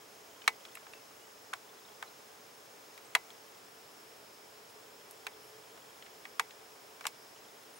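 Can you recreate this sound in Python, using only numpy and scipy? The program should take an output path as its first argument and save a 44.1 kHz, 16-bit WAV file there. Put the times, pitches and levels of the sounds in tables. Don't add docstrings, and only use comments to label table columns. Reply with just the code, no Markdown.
import sys
import numpy as np
from scipy import signal
from scipy.fft import rfft, irfft
from scipy.io import wavfile
from scipy.ndimage import map_coordinates

SR = 44100
rng = np.random.default_rng(int(sys.argv[2]) if len(sys.argv) > 2 else 0)


def to_wav(sig):
    pcm = np.clip(np.atleast_2d(sig), -1, 1) * 32767
    pcm = np.round(pcm).astype(np.int16)
    wavfile.write(sys.argv[1], SR, pcm.T)


N = 343539
T = np.arange(N) / SR
SIDES = np.array([[1], [-1]])

# frequency in Hz, relative level in dB.
RUSH_TONE = [(25, -28), (50, -17.5), (100, -9), (200, -5.5), (300, -2), (550, 1), (950, -1.5), (1800, -6.5),
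             (3000, -8.5), (4400, -11), (7400, -13), (8300, -13.5), (10500, -14), (15000, -18.5)]
# frequency in Hz, tone change of the side part in dB.
RUSH_SIDE = [(60, -12), (110, -17), (200, -6), (380, -3.5), (700, -1), (1290, 1.5), (2380, -0.5),
             (4400, -4), (8120, -11.5), (12000, -52.5)]
# pitch in Hz, width in Hz, level in dB before the swell.
FAR_HUMS = [(122, 14, -84), (432.6, 29, -67.5)]
# pitch in Hz, width in Hz, usual level in dB.
INSECT_CHOIRS = [(5280, 380, -67.5), (7220, 460, -74.5)]
# start and length in seconds, first and last pitch in Hz, level in dB.
BIRD_CHIPS = [(.915, .03, 9700, 9500, -64), (.94, 0.05, 2720, 2640, -60), (1.2, 0.067, 2820, 3020, -63),
              (2.072, 0.015, 4000, 4040, -55), (3.042, .035, 8650, 7950, -62),
              (3.083, .025, 7850, 7600, -68), (4.695, 0.018, 9900, 9500, -63),
              (6.225, .045, 8150, 8000, -68), (7.624, .014, 9800, 10100, -64),
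              (7.73, .018, 9950, 10250, -63), (7.748, 0.045, 9500, 9700, -58.5)]
# middle and half length in seconds, level in dB.
CREAK_SPELLS = [(.6, 0.45, -71), (1.8, .2, -70), (3.45, 0.23, -75), (5.6, 1, -73), (7.3, 0.3, -71)]
# frequency in Hz, boost in dB.
SHELL_TONE = [(830, -3.5), (1340, 0.5), (2170, 2), (3400, 0.9), (5900, 1.7), (10100, 0.9), (14200, -12)]
# pitch in Hz, dB above the click at that pitch, fade time in seconds.
SHELL_NOTES = [(459, -6, 0.079), (754, -9, 0.039), (850, -5, 0.093), (1130, 9, 0.019), (2025, -15, 0.15),
               (2235, -5.5, 0.073), (3620, -29, 0.053)]
BAND_EDGES_HZ = [680, 1020, 1750, 2700, 4300, 8000, 12800, 15700]
# side level over mid in dB, tail level in dB, rise time in seconds.
BAND_SHAPES = [(-9, -1, 0.00067), (-5, -17.5, 0.00022), (-2, -20, 0.00033), (-4, -21, 0.00078),
               (-9, -16, 0.00058), (-17, -17.5, 0.00096), (-25, -19, .0003)]
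# start in seconds, base level in dB, pitch in Hz,
# drop above the pitch in dB per octave, relative level of the ring in dB, fade time in seconds.
CLICK_EVENTS = [(.418, -55.5, 3000, 16, 12, .03), (0.441, -62, 2420, 15, 14, 0.033),
                (0.4771, -25.5, 2210, 6.5, 2, 0.026), (0.651, -54, 3370, 10, 9, 0.029),
                (0.7516, -49, 11000, 27, 9, .016), (.753, -52, 2680, 21, 14, .021),
                (0.7707, -50, 1820, 14, 0, .017), (.867, -51.5, 1100, 9, 7, 0.014),
                (0.9342, -54.5, 2660, 14, 14, 0.03), (1.5312, -47.5, 1330, 11, 19, 0.018),
                (1.5349, -41.5, 1560, 4, 15.5, 0.019), (2.0251, -41, 1270, 6.5, -12, 0.016),
                (2.976, -59.5, 1930, 1.5, 6, .03), (3.15, -26.5, 2036, 5.5, 13.5, 0.023),
                (3.3037, -57.5, 3330, 9, 10, .021), (5.1098, -49, 12500, 23, 0, 0.013),
                (5.2668, -41, 2090, 6, 4, 0.021), (5.7743, -56, 1000, 7, 3, .026),
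                (6.023, -53.5, 3050, 22, 8, 0.025), (6.062, -58, 2630, 12, 5, .03),
                (6.253, -48, 2220, 12, 13, 0.0082), (6.3953, -31, 1437, 4, 13, 0.02),
                (6.5069, -57, 3200, 10, 5, .025), (7.0086, -51, 1290, 4, 5, .025),
                (7.0417, -52, 1400, 6, 4, 0.017), (7.053, -36, 930, 6.5, 12, 0.011),
                (7.0672, -37.5, 6550, 5.5, -6, .016)]


def undb(db):
    return 10 ** (np.asarray(db) / 20)


def unit(x):
    return x / np.sqrt(np.mean(x ** 2))


def decay(t, t60):
    return np.exp(-np.log(1000) * t / t60)


def swell(middle_s, half_s):
    return np.exp(-((T - middle_s) / half_s) ** 2)


def wander(per_second):
    return map_coordinates(rng.standard_normal(512), [T * per_second], order=2, mode="wrap")


def tone_db(hz, rows):
    points, db = np.transpose(rows)
    return np.interp(np.log(hz), np.log(points), db)


def noise(gain):
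    size = N + 2061
    hz = np.fft.rfftfreq(size, 1 / SR) + 1
    spectrum = rfft(rng.standard_normal(size)) * gain(hz)
    return unit(irfft(spectrum)[:N])


def band(hz, width, side_db):
    mid, side = (noise(lambda f: 1 / (1 + (1.28 * (f - hz) / width) ** 4) ** .5) for _ in range(2))
    return mid + undb(side_db) * SIDES * side


def add(out, start_s, sound):
    i = max(int(start_s * SR), 0)
    out[:, i:i + sound.shape[-1]] += sound[..., :max(N - i, 0)]


def far_rush(level_db=-57, drift_db=-.16, hum_swell_db=4):
    mid = noise(lambda f: undb(tone_db(f, RUSH_TONE)))
    side = noise(lambda f: undb(tone_db(f, RUSH_TONE) + tone_db(f, RUSH_SIDE)))
    rush = undb(level_db + drift_db * wander(2.73)) * (mid + undb(-3.5) * SIDES * side)
    hums = sum(undb(db) * band(hz, width, side_db=-14) for hz, width, db in FAR_HUMS)
    return rush + undb(hum_swell_db * swell(middle_s=5.3, half_s=.63)) * hums


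def insects(flicker_db=1.0, break_s=3.47, drop_s=.2, drop_db=7, return_db_per_s=1.15):
    choirs = sum(undb(db + flicker_db * wander(5.6)) * band(hz, width, side_db=-7)
                 for hz, width, db in INSECT_CHOIRS)
    since_break = np.maximum(T - break_s, 0)
    trill_db = -71.5 - drop_db * np.minimum(since_break / drop_s, 1) + return_db_per_s * since_break
    trill = undb(trill_db) * band(hz=6390, width=260, side_db=-8)
    buzz = undb(-68) * swell(middle_s=5.46, half_s=.075) * band(hz=11000, width=1700, side_db=-36)
    return choirs + trill + buzz


def bird(waver=.0056):
    out = np.zeros((2, N))
    wobble = 1 + waver * wander(60)
    for start, length, first_hz, last_hz, db in BIRD_CHIPS:
        progress = np.linspace(0, 1, int(length * SR))
        hz = (first_hz + (last_hz - first_hz) * progress) * wobble[:len(progress)]
        add(out, start, undb(db) * np.sin(np.pi * progress) * np.sin(2 * np.pi * np.cumsum(hz) / SR))
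    return out


def line_whistle(db=-65.5, line_hz=15734.3, sweep_hz=59.94, pause_share=.08, pulse_hz=12.97):
    pulse = 1 + .4 * np.sin(2 * np.pi * pulse_hz * T)
    scanning = T * sweep_hz % 1 > pause_share
    return undb(db) * pulse * np.sin(2 * np.pi * line_hz * T) * scanning


def creaks(hz=3310, t60=.026, pitch_spread=.058, spread_db=2, ear_phase=.17):
    out = np.zeros((2, N))
    t = np.arange(SR // 20) / SR
    starts = np.cumsum(rng.uniform(.03, .11, 160))
    for start, (size, detune) in zip(starts[starts < N / SR], rng.standard_normal((160, 2))):
        ring = np.sin(2 * np.pi * hz * (1 + pitch_spread * detune) * t + ear_phase * SIDES)
        add(out, start, undb(spread_db * size) * ring * decay(t, t60))
    return unit(out) * sum(undb(db) * swell(middle, half) for middle, half, db in CREAK_SPELLS)


def click(level_db, pitch_hz, drop_per_octave, ring_db, t60, tail_t60=.075, ear_phase=.39):
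    t = np.arange(SR // 5) / SR
    centres = np.sqrt(np.multiply(BAND_EDGES_HZ[1:], BAND_EDGES_HZ[:-1]))
    octaves = np.log2(centres / pitch_hz)
    drop_db = drop_per_octave * np.maximum(octaves, -.53 * octaves)
    band_db = level_db + tone_db(centres, SHELL_TONE) - drop_db
    out = 0
    for k, (side_db, tail_db, rise_s) in enumerate(BAND_SHAPES):
        band_t60 = t60 * (2000 / centres[k]) ** .33
        fade = np.minimum(t / rise_s, 1) * (decay(t, band_t60) + undb(tail_db) * decay(t, tail_t60))
        bandpass = signal.butter(3, BAND_EDGES_HZ[k:k + 2], "band", fs=SR, output="sos")
        burst = signal.sosfilt(bandpass, rng.standard_normal((2, len(t))) * fade)
        burst[1] -= burst[0] * (burst[0] @ burst[1]) / (burst[0] @ burst[0])
        power = np.sum(burst ** 2, axis=1, keepdims=True) / (SR / 100)
        mid, side = burst / np.sqrt(power)
        out += undb(band_db[k]) * (mid + undb(side_db) * SIDES * side) / np.hypot(1, undb(side_db))
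    notes = [(pitch_hz, ring_db, t60, .0005)] + [(*note, .0015) for note in SHELL_NOTES]
    for hz, db, note_t60, rise_s in notes:
        phase = 2 * np.pi * rng.random() + ear_phase * SIDES
        fade = decay(t, note_t60) * (1 - np.exp(-t / rise_s))
        out += undb(db + np.interp(hz, centres, band_db)) * np.sin(2 * np.pi * hz * t + phase) * fade
    return out


def clicks(lowest_hz=400):
    out = np.zeros((2, N))
    for start, *settings in CLICK_EVENTS:
        add(out, start, click(*settings))
    return signal.sosfilt(signal.butter(2, lowest_hz, "high", fs=SR, output="sos"), out)


def scene():
    return clicks() + creaks() + far_rush() + insects() + bird() + line_whistle()


def record(dry):
    return signal.sosfilt(signal.ellip(12, .1, 70, 15760, fs=SR, output="sos"), dry)


dry = scene()
out = record(dry)
to_wav(out)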